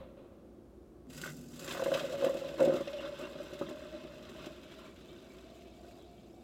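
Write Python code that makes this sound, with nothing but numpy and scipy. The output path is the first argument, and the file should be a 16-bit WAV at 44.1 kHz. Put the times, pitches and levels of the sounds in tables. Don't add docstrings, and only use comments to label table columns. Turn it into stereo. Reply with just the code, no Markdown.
import sys
import numpy as np
from scipy import signal
from scipy.fft import rfft, irfft, next_fast_len
from scipy.io import wavfile

SR = 44100
rng = np.random.default_rng(int(sys.argv[2]) if len(sys.argv) > 2 else 0)


def persist_wave(psi):
    counts = np.round(np.clip(psi, -1, 1) * 32767).astype(np.int16)
    wavfile.write(sys.argv[1], SR, np.atleast_2d(counts).T)


N = 283563
TIME = np.arange(N) / SR

# time_s, level_db
FLOW_DRIBBLE = [(1.07, -70), (1.098, -56.5), (1.24, -52.5), (1.348, -65.5), (1.5, -69.5)]
FLOW_GUSH = [(1.52, -65), (1.665, -53), (1.69, -47), (1.92, -51.5), (1.94, -40.5), (2.05, -50.5),
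             (2.57, -54), (2.62, -53.5), (3.71, -56), (3.75, -62.5)]
FLOW_TAPER = [(3.8, -59), (4.43, -57.5), (4.47, -51), (4.49, -61), (4.88, -60), (4.92, -64.5), (5.21, -63),
              (6.43, -74)]
# start_s, length_s, boost_db
SURGES = [(1.223, 0.094, 8.5), (2.195, 0.1, 7), (2.576, 0.24, 8.5), (2.997, 0.08, 7), (3.188, 0.086, 6.5),
          (3.652, 0.21, 4), (4.385, 0.076, 2.5), (4.712, 0.18, 3), (5.08, .09, 2.5), (5.22, .34, 2),
          (5.826, 0.2, 8)]
# time_s, share
SOAKED_SHARE = [(1.35, 0.1), (1.7, 0.67), (2.9, 0.72), (4.0, 0.99)]
# time_s, level_db
CHURN_LEVEL = [(1.07, -88), (1.67, -52.5), (1.89, -48), (2.01, -42.5), (2.62, -43.5), (3.13, -48.5),
               (4.2, -55), (5.1, -64), (5.61, -58), (6.43, -61)]
# time_s, level_db
THIN_RING_LEVEL = [(4.1, -82), (4.6, -67), (5.5, -70.5), (6.43, -79)]

# start_s, splash_db, spray_db
SPLASHES = [(1.1, -48.5, -64), (1.1774, -43.5, -55), (1.2137, -38, -49.5), (1.2587, -40, -53),
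            (1.535, -48.5, -66), (1.557, -58, -60), (1.593, -42.5, -50.5), (1.643, -52, -51.5),
            (1.657, -64, -54), (1.6772, -30.5, -57), (1.709, -31, -54), (1.721, -41, -50),
            (1.837, -34, -50.5), (1.939, -25.5, -51), (1.9935, -28, -60), (2.122, -36.5, -61),
            (2.244, -33.5, -50.5), (2.369, -37.5, -59), (2.485, -37.5, -68), (2.601, -34.5, -56),
            (2.626, -50, -54), (2.649, -33.5, -52.5), (2.68, -43, -61), (2.736, -39, -58),
            (2.7543, -38, -59), (2.764, -39, -58), (2.807, -49, -62), (2.8737, -36.5, -80),
            (2.93, -36, -70), (3.1875, -56, -59), (3.211, -42, -65), (3.4292, -49, -63),
            (3.533, -39.5, -63), (3.59, -43, -63), (3.69, -60, -61), (4.2924, -46, -66), (4.458, -48, -61)]
# start_s, level_db
BLOBS = [(1.2373, -33), (1.2585, -34), (1.276, -37), (1.298, -43), (1.644, -40), (1.688, -40), (1.769, -40),
         (1.859, -37)]
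# start_s, throb_db, thump_db, pitch_hz
GULPS = [(1.747, -35, -47, 558), (1.77, -34.5, -50, 554), (1.795, -28, -38, 531), (1.821, -23.5, -37, 526),
         (1.86, -23.5, -33, 531), (1.88, -22.5, -41, 542), (1.908, -33, -36, 566), (1.918, -19.5, -35, 548),
         (1.948, -24, -38, 555), (1.972, -33, -41, 570), (2.006, -31.5, -45, 595), (2.041, -26.5, -42, 546),
         (2.103, -31.5, -60, 525), (2.123, -31, -43, 562), (2.136, -27.5, -44, 558),
         (2.184, -36.5, -61, 555), (2.222, -22, -34, 532), (2.238, -17, -42, 525),
         (2.264, -20.5, -28.5, 532), (2.294, -22.5, -47, 538), (2.329, -34, -53, 543),
         (2.347, -27, -35.5, 538), (2.368, -29, -38, 554), (2.415, -33.5, -40.5, 534),
         (2.446, -32.5, -48, 549), (2.473, -35, -54, 537), (2.536, -33, -48, 559), (2.594, -27, -37, 546),
         (2.606, -16, -27, 544), (2.619, -18, -25, 534), (2.638, -17, -43, 535), (2.658, -21.5, -28.5, 557),
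         (2.675, -20, -20.5, 555), (2.695, -16.5, -42, 534), (2.723, -28, -25, 558),
         (2.74, -26.5, -24.5, 558), (2.755, -23.5, -48, 540), (2.771, -30.5, -31.5, 559),
         (2.806, -28.5, -31.5, 555), (2.873, -30, -42, 573), (2.932, -34.5, -46, 592),
         (2.988, -30.5, -46, 581), (3.046, -38, -57, 556), (3.087, -36, -56, 570), (3.208, -35.5, -62, 606),
         (3.232, -40, -44, 620), (3.354, -43.5, -39, 562), (3.4, -33, -52, 587), (3.527, -38.5, -39, 564),
         (3.612, -28.5, -27, 561), (3.686, -39, -37, 598), (3.713, -37.5, -37.5, 587),
         (3.933, -38.5, -50, 590), (3.948, -39, -40, 585), (4.049, -41, -40, 595), (4.353, -45.5, -58, 614),
         (4.381, -43.5, -55, 595), (4.468, -42, -36, 592)]
# start_s, level_db
PLOPS = [(1.711, -36.5), (1.747, -34.5), (1.769, -34.5), (1.794, -34), (1.821, -37), (1.858, -31.5),
         (1.916, -31), (1.973, -36), (2.131, -41), (2.245, -35.5), (2.264, -40), (2.594, -36), (2.605, -30),
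         (2.655, -49), (2.677, -50), (2.731, -37), (3.612, -37.5)]
# start_s, level_db, pitch_hz
PINGS = [(2.986, -43, 2935), (3.0515, -47, 3500), (3.232, -46, 2725), (3.661, -50, 3500),
         (4.797, -56, 3000), (4.8544, -58, 2300), (5.0823, -57, 3530), (5.107, -58, 3090),
         (5.303, -59, 2280), (5.3494, -63, 2290), (5.544, -61, 3020), (5.9144, -63, 4200),
         (6.0145, -60, 3400), (6.178, -64, 3160)]
# start_s, level_db, pitch_hz
BLIP = (3.6205, -38.5, 1244)
# start_s, level_db, fade_db_per_s
HAND_SLIPS = [(0, -49, 110), (0.168, -58.5, 41.3)]

# pitch_hz, width_hz, gain_db
CUP_MODES = [(159, 3.8, -3.5), (203.4, 7.5, -6), (261, 17.6, -1), (325.8, 22, 0.5), (359.6, 19, 2),
             (542, 38, -6.5)]
DRY_DRUM_MODES = [(155.5, 6.2, 6), (178.5, 12, 3.5), (239.7, 20, 5)]
DRY_KNOCK_MODES = [(1480, 66, 3), (1905, 180, -5.5)]
WET_KNOCK_MODES = [(1030, 520, -17.5), (1490, 120, -7.5)]
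WALL_MODES = [(5120, 76, 9), (5910, 90, -1), (6170, 79, 2), (6630, 120, 1), (7500, 180, -4.5)]
UPPER_CUP_MODES = [(1818, 40, -6), (2590, 80, -1), (2980, 70, -2), (3170, 70, -4), (3520, 190, -5),
                   (4870, 30, -5)]
HOLLOW_MODES = [(1490, 130, 0.5), (1950, 250, -4), (2500, 250, -15)]
PLOP_MODES = [(690, 60, -2), (885, 70, 0.5), (1020, 190, 5), (1450, 88, 4.5)]

# freq_hz, density_db
PATTER_SPECTRUM = [(1000, -12.5), (1700, -14.5), (2180, -8.5), (2680, -0.5), (3200, -6), (3560, -1),
                   (4540, -12), (5010, -9), (5430, -15), (6000, -15), (7800, -46), (13200, -120)]
SPRAY_SPECTRUM = [(3000, -27), (4500, -8), (5500, -9), (7000, -3.5), (8300, -5.5), (9400, -18.5),
                  (11000, -9.5), (16000, -16)]
SLAP_SPECTRUM = [(400, -44), (700, 1), (1100, 3), (1550, -16), (2400, -6), (3200, 3), (6000, -43)]
FINGER_SPECTRUM = [(200, -8), (700, -12.5), (1100, -12), (1900, -26.5), (2400, -19.5), (4000, -26.5),
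                   (5200, -45), (16000, -47)]
REFLECTION_SPECTRUM = [(300, -17), (600, -13), (1400, 2.5), (4000, -3.5), (16000, -3.5)]
KITCHEN_SPECTRUM = [(15, -63), (25, -44), (49, -5.5), (157, -10), (217, -3), (293, -6.5), (354, 1),
                    (384, -12), (531, -9.5), (714, -16), (775, -19), (936, -25.5), (1130, -22.5),
                    (1890, -35.5), (16000, -47)]

# pitch_hz, weight_db
BURBLE_WEIGHTS = [(680, -16), (800, -8), (1050, 6), (1250, 1.5), (1480, 3.5), (1700, -5), (2100, -3),
                  (3000, -32)]
PLINK_WEIGHTS = [(2000, -13), (2300, 3), (2800, 7), (3600, 8), (4200, 4.5), (4900, -10)]
SPIT_WEIGHTS = [(4200, 1), (6500, -1), (8200, -5), (9500, -13), (11000, -9), (15000, -14)]
FOAM_WEIGHTS = [(3500, 1), (4100, -5), (5000, -8.5), (6200, -16)]

# freq_hz, correlation
STEREO_CORRELATION = [(60, 0.94), (300, 0.64), (640, 0.03), (1400, 0.054), (3000, 0.06), (15000, 0.065)]

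FIRST_DROP_DB = 16


def stream():
    flow_db = curve(np.vstack([FLOW_DRIBBLE, FLOW_GUSH, FLOW_TAPER]))
    surge_db = surge_boost_db()
    pouring = np.clip((TIME - FLOW_DRIBBLE[0][0]) / 0.1, 0, 1)
    patter = flow_gain(flow_db, base_db=-56, slope=1) * from_db(0.34 * surge_db) * wobble()
    flake_spray = flow_gain(flow_db, base_db=-56.5, slope=0.57) * bare_share(TIME)
    pool_spray = flow_gain(flow_db, base_db=-70, slope=0.41)
    spray = np.hypot(flake_spray, pool_spray) * from_db(0.23 * surge_db)
    thickening_db = 3.5 * np.maximum(TIME - 4.46, 0)
    froth = flow_gain(flow_db, base_db=-58, slope=1.14) * from_db(surge_db - thickening_db)
    drum = flow_gain(flow_db, base_db=-51.5, slope=0.88) * from_db(0.98 * surge_db)
    rings = flow_gain(flow_db, base_db=-63.5, slope=0.85)
    column = from_db(curve(CHURN_LEVEL) + 0.21 * surge_db)
    return pouring * np.array([patter, spray, froth, drum, rings, column])


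def flow_gain(flow_db, base_db, slope, usual_flow_db=-56):
    return from_db(base_db + slope * (flow_db - usual_flow_db))


def surge_boost_db(edge_s=0.0078):
    return sum(db * np.clip(np.minimum(TIME - start_s, start_s + length_s + edge_s - TIME) / edge_s, 0, 1)
               for start_s, length_s, db in SURGES)


def wobble(rate_hz=30, depth_db=1.8):
    steps = rng.standard_normal(int(TIME[-1] * rate_hz) + 2)
    return from_db(depth_db * np.interp(TIME * rate_hz, np.arange(len(steps)), steps))


def bare_share(time_s, cover_start_s=1.53, cover_tau_s=0.74):
    return np.exp(-np.maximum(time_s - cover_start_s, 0) / cover_tau_s)


def soak():
    share = np.clip(curve(SOAKED_SHARE), 0, 1)
    return np.sqrt(1 - share), np.sqrt(share)


def splashing(patter_gain, spray_gain, bubble_gain, dry, wet):
    drops = impacts(per_s=700, spread_db=4)
    patter = patter_gain * (from_db(-4.5) * drops + from_db(-7) * impacts(per_s=5000, spread_db=-4))
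    spray = spray_gain * (from_db(-4) * drops + from_db(-2) * impacts(per_s=510, spread_db=4.5))
    splats = np.zeros(N)
    for start_s, splash_db, spray_db in SPLASHES:
        clump = burst(rise_s=0.0004, t60_s=0.045)
        clump[0] += from_db(FIRST_DROP_DB)
        add(splats, start_s, from_db(splash_db - 7) * clump)
        add(spray, start_s, from_db(spray_db + 5.5) * clump)
    blows = from_db(12) * splats + from_db(1) * patter + from_db(14.5) * bubble_gain * drops
    knock = dry ** 4 * body(blows, DRY_KNOCK_MODES) + wet * body(blows, WET_KNOCK_MODES)
    stirred_air = from_db(23) * dry ** 2 * ring(ring(splats, 556, 114), 580, 460)
    flake_hits = wet * bare_share(TIME) * (splats + from_db(-10) * patter)
    slap = from_db(-5) * scatter(flake_hits, SLAP_SPECTRUM, t60_s=0.025, spots=2)
    wall = from_db(8) * scatter(body(spray, WALL_MODES), REFLECTION_SPECTRUM, t60_s=0.012, spots=2)
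    spit = bubbles(SPIT_WEIGHTS, per_s=490, spread_db=3, cycles=200, left_db=3.5)
    pattering = scatter(patter + splats, PATTER_SPECTRUM, t60_s=0.036, spots=5)
    spraying = scatter(spray, SPRAY_SPECTRUM, t60_s=0.042, spots=4)
    return (pan(pattering, left_db=2) + pan(spraying + wall, left_db=2.5)
            + pan(knock + stirred_air + slap, left_db=0.5) + from_db(-6) * spray_gain * spit)


def gulping(column_gain, wet, throb_t60_s=0.07, bare_damping=0.8, upper_ratio=1.2):
    pockets, gurgles = np.zeros((2, N))
    upper_detunes = 1 + 0.039 * rng.standard_normal(len(GULPS))
    for (start_s, throb_db, _, pitch_hz), detune in zip(GULPS, upper_detunes):
        bare = bare_share(start_s)
        throb = chirp(pitch_hz, rise_s=0.0065, t60_s=throb_t60_s / (1 + bare_damping * bare),
                      climb_per_s=0.18)
        upper = chirp(upper_ratio * pitch_hz * detune, rise_s=0.012, t60_s=0.077, climb_per_s=0.33)
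        add(pockets, start_s, from_db(throb_db) * (throb + from_db(-6) * bare * upper))
        add(gurgles, start_s, from_db(throb_db - 2) * burst(rise_s=0.0028, t60_s=0.075))
    stirring = impacts(per_s=1300, spread_db=2)
    churn = unit_rms(air_column(stirring, width_hz=36))
    churn += from_db(-17) * unit_rms(ring(ring(stirring, 660, 160), 850, 320))
    throbs = from_db(-3) * pockets + from_db(-20) * air_column(pockets, width_hz=11)
    gurgle = ring(ring(gurgles, 530, 180), 510, 670)
    return pan(throbs + column_gain * wet * churn + gurgle, left_db=2.4)


def air_column(x, width_hz, air_length_m=0.1591, fill_start_s=1.93, fill_m_per_s=0.009):
    sound_m_per_s = 343
    length_m = air_length_m - fill_m_per_s * np.maximum(TIME - fill_start_s, 0)
    pitch_hz = sound_m_per_s / 4 / length_m
    phasor = np.exp(2j * np.pi * np.cumsum(pitch_hz) / SR)
    pole = np.exp(-np.pi * width_hz / SR)
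    rung = 2 * (phasor * signal.lfilter([1 - pole], [1, -pole], x / phasor)).real
    return ring(rung, pitch_hz=573, width_hz=131)


def drumming(drum_gain, wet):
    thumps = np.zeros(N)
    for start_s, _, thump_db, _ in GULPS:
        add(thumps, start_s, from_db([thump_db]))
    drops = impacts(per_s=1000, spread_db=2)
    wet_drum = from_db(-3) * drum_gain * wet * unit_rms(cup(drops, CUP_MODES))
    dry_gain = from_db(-51.5) * (drum_gain > 0) * np.sqrt(bare_share(TIME))
    dry_drum = dry_gain * unit_rms(cup(drops, DRY_DRUM_MODES))
    return pan(from_db(44) * cup(thumps, CUP_MODES) + wet_drum + dry_drum, left_db=2.4)


def cup(x, modes):
    return bandpass(body(x, modes), band_hz=[110, 560])


def plopping():
    pops = np.zeros(N)
    for start_s, level_db in PLOPS:
        add(pops, start_s, from_db(level_db + 5.5) * burst(rise_s=0.00021, t60_s=0.058))
    return pan(bandpass(body(pops, PLOP_MODES), band_hz=[550, 1800]), left_db=0.5)


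def pinging(cluster_s=0.018, stray_octaves=0.23, follower_db=-5.5):
    pings = np.zeros(N)
    for start_s, level_db, pitch_hz in PINGS:
        leader = chirp(pitch_hz, rise_s=0.00063, t60_s=0.061, climb_per_s=0.55)
        add(pings, start_s, from_db(level_db + 3) * leader)
        for delay, stray in rng.random(size=(4, 2)):
            follower_hz = pitch_hz * 2 ** (stray_octaves * (2 * stray - 1))
            follower = chirp(follower_hz, rise_s=0.0004, t60_s=0.052, climb_per_s=1.2)
            add(pings, start_s + cluster_s * delay, from_db(level_db + follower_db) * follower)
    blip_s, blip_db, blip_hz = BLIP
    add(pings, blip_s, from_db(blip_db) * chirp(blip_hz, rise_s=0.001, t60_s=0.022, climb_per_s=2))
    return pan(pings, left_db=8)


def bubbling(patter_gain, bubble_gain, wet):
    burble = bubbles(BURBLE_WEIGHTS, per_s=900, spread_db=1.5, cycles=33, left_db=-2.5)
    plinks = bubbles(PLINK_WEIGHTS, per_s=520, spread_db=0, cycles=200, left_db=5)
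    return wet * (from_db(-1.5) * bubble_gain * burble + from_db(-6.5) * patter_gain * plinks)


def cup_ringing(ring_gain, wet):
    upper = np.array([unit_rms(body(impacts(per_s=270, spread_db=5), UPPER_CUP_MODES)) for _ in range(2)])
    thin = unit_rms(ring(impacts(per_s=150, spread_db=2), pitch_hz=2300, width_hz=22))
    return pan(wet * (ring_gain * upper + from_db(curve(THIN_RING_LEVEL)) * thin), left_db=-3.5)


def blob_slaps():
    blows = np.zeros(N)
    for start_s, level_db in BLOBS:
        clump = burst(rise_s=0.0005, t60_s=0.025)
        clump[0] += from_db(FIRST_DROP_DB + 3)
        add(blows, start_s, from_db(level_db + 11) * clump)
    return pan(bandpass(body(blows, HOLLOW_MODES), band_hz=[500, 3000]), left_db=0)


def foam(start_s=4.6, gather_s=0.5):
    gathered = np.clip((TIME - start_s) / gather_s, 0, 1)
    gain = gathered * flow_gain(curve(FLOW_TAPER) + surge_boost_db(), base_db=-67.5, slope=0.48)
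    return gain * bubbles(FOAM_WEIGHTS, per_s=300, spread_db=3, cycles=90, left_db=0)


def hand(rise_s=0.0021):
    rub = np.zeros(N)
    for start_s, level_db, fade_db_per_s in HAND_SLIPS:
        age_s = np.maximum(TIME - start_s, 0)
        rub += np.minimum(age_s / rise_s, 1) * from_db(level_db - fade_db_per_s * age_s)
    hollow = pan(unit_rms(air_column(impacts(per_s=770, spread_db=5.5), width_hz=39)), left_db=4)
    return rub * (from_db(1.5) * hollow + from_db(-4) * noise(FINGER_SPECTRUM, N))


def kitchen(mains_hz=60):
    hum = from_db(-62.5) * np.sin(2 * np.pi * mains_hz * TIME)
    drone = from_db(-66) * unit_rms(ring(ring(rng.standard_normal(N), 369, 31), 360, 150))
    return from_db(-55) * noise(KITCHEN_SPECTRUM, N) + hum + drone


def bubbles(weights, per_s, spread_db, cycles, left_db, climb=0.04):
    low_hz, high_hz = weights[0][0], weights[-1][0]
    when, bore, force, spot, sign = rng.random(size=(int(per_s * TIME[-1]), 5)).T
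    starts_s = when * (TIME[-1] - 0.001)
    lags_s = 0.0006 * (spot - 0.5)
    pitches_hz = low_hz * (high_hz / low_hz) ** bore
    levels_db = at_hz(weights, pitches_hz) + spread_db * np.minimum(-np.log(1 - force), 4)
    sizes = np.sign(sign - 0.5) * pitches_hz * from_db(levels_db)
    left, right = np.zeros((2, N))
    for start_s, pitch_hz, size, lag_s in zip(starts_s, pitches_hz, sizes, lags_s):
        life = TIME[:int(SR * cycles / pitch_hz)] * pitch_hz / cycles
        rung = size * from_db(-60 * life) * np.sin(2 * np.pi * cycles * life * (1 + climb * life / 2))
        add(left, start_s, rung)
        add(right, abs(start_s + lag_s), rung)
    return pan(unit_rms(np.array([left, right])), left_db)


def chirp(pitch_hz, rise_s, t60_s, climb_per_s):
    shape = swell(rise_s, t60_s)
    return shape * np.sin(2 * np.pi * pitch_hz * np.cumsum(1 + climb_per_s * TIME[:len(shape)]) / SR)


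def impacts(per_s, spread_db):
    sizes = from_db(spread_db * np.minimum(rng.exponential(1, N), 4))
    return unit_rms(sizes * rng.choice([-1, 1], N) * (rng.random(N) < per_s / SR))


def burst(rise_s, t60_s):
    shape = swell(rise_s, t60_s)
    return shape * rng.standard_normal(len(shape))


def swell(rise_s, t60_s):
    age_s = TIME[:SR // 6]
    shape = (1 - np.exp(-age_s / rise_s)) * from_db(-60 * age_s / t60_s)
    return shape / shape.max()


def body(x, modes):
    return sum(from_db(gain_db) * ring(x, pitch_hz, width_hz) for pitch_hz, width_hz, gain_db in modes)


def ring(x, pitch_hz, width_hz):
    radius = np.exp(-np.pi * width_hz / SR)
    feedback = [1, -2 * radius * np.cos(2 * np.pi * pitch_hz / SR), radius ** 2]
    return signal.lfilter(np.array([1, 0, -1]) * (1 - radius ** 2) / 2, feedback, x + 1e-18)


def scatter(x, spectrum, t60_s, spots):
    spot = rng.integers(0, spots, N)
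    return sum(echoes(x * (spot == k), spectrum, t60_s) for k in range(spots))


def echoes(x, spectrum, t60_s):
    tail = noise(spectrum, next_fast_len(int(t60_s * SR), True))
    tail *= from_db(-60 * TIME[:tail.shape[1]] / t60_s)
    tail /= np.sqrt(np.sum(tail ** 2, axis=1, keepdims=True))
    return signal.oaconvolve(np.atleast_2d(x), tail, axes=1)[:, :N]


def noise(spectrum, samples):
    freq_hz = np.fft.rfftfreq(samples, 1 / SR)
    correlation = np.clip(at_hz(STEREO_CORRELATION, freq_hz), -1, 1)
    mid, side = rfft(rng.standard_normal((2, samples)))
    pair = np.sqrt(1 + correlation) * mid + np.sqrt(1 - correlation) * side * [[1], [-1]]
    return unit_rms(irfft(pair * from_db(at_hz(spectrum, freq_hz)), samples))


def pan(x, left_db, left_lead_s=0.000136):
    left, right = np.broadcast_to(x, (2, N))
    right = np.roll(right, round(left_lead_s * SR))
    return np.array([left * from_db(left_db / 2), right * from_db(-left_db / 2)])


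def bandpass(x, band_hz):
    return signal.sosfilt(signal.butter(2, band_hz, "band", fs=SR, output="sos"), x)


def curve(points):
    return np.interp(TIME, *np.transpose(points))


def at_hz(points, freq_hz):
    known_hz, values = np.transpose(points)
    return np.interp(np.log(freq_hz + 1), np.log(known_hz), values)


def add(track, start_s, sound):
    start = int(start_s * SR)
    track[start:start + len(sound)] += sound[:N - start]


def from_db(db):
    return 10 ** (np.asarray(db) / 20)


def unit_rms(x):
    return x / np.sqrt(np.mean(x ** 2) + 1e-20)


def scene():
    patter_gain, spray_gain, bubble_gain, drum_gain, ring_gain, column_gain = stream()
    dry, wet = soak()
    near = (splashing(patter_gain, spray_gain, bubble_gain, dry, wet)
            + plopping() + pinging() + bubbling(patter_gain, bubble_gain, wet)
            + gulping(column_gain, wet) + drumming(drum_gain, wet) + cup_ringing(ring_gain, wet)
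            + blob_slaps() + foam() + hand())
    return near + from_db(-7.5) * echoes(near, REFLECTION_SPECTRUM, t60_s=0.13) + kitchen()


def record(dry):
    cutoff_hz = 15900
    return signal.sosfilt(signal.ellip(12, 0.1, 80, cutoff_hz, fs=SR, output="sos"), dry)


dry = scene()
out = record(dry)
persist_wave(out)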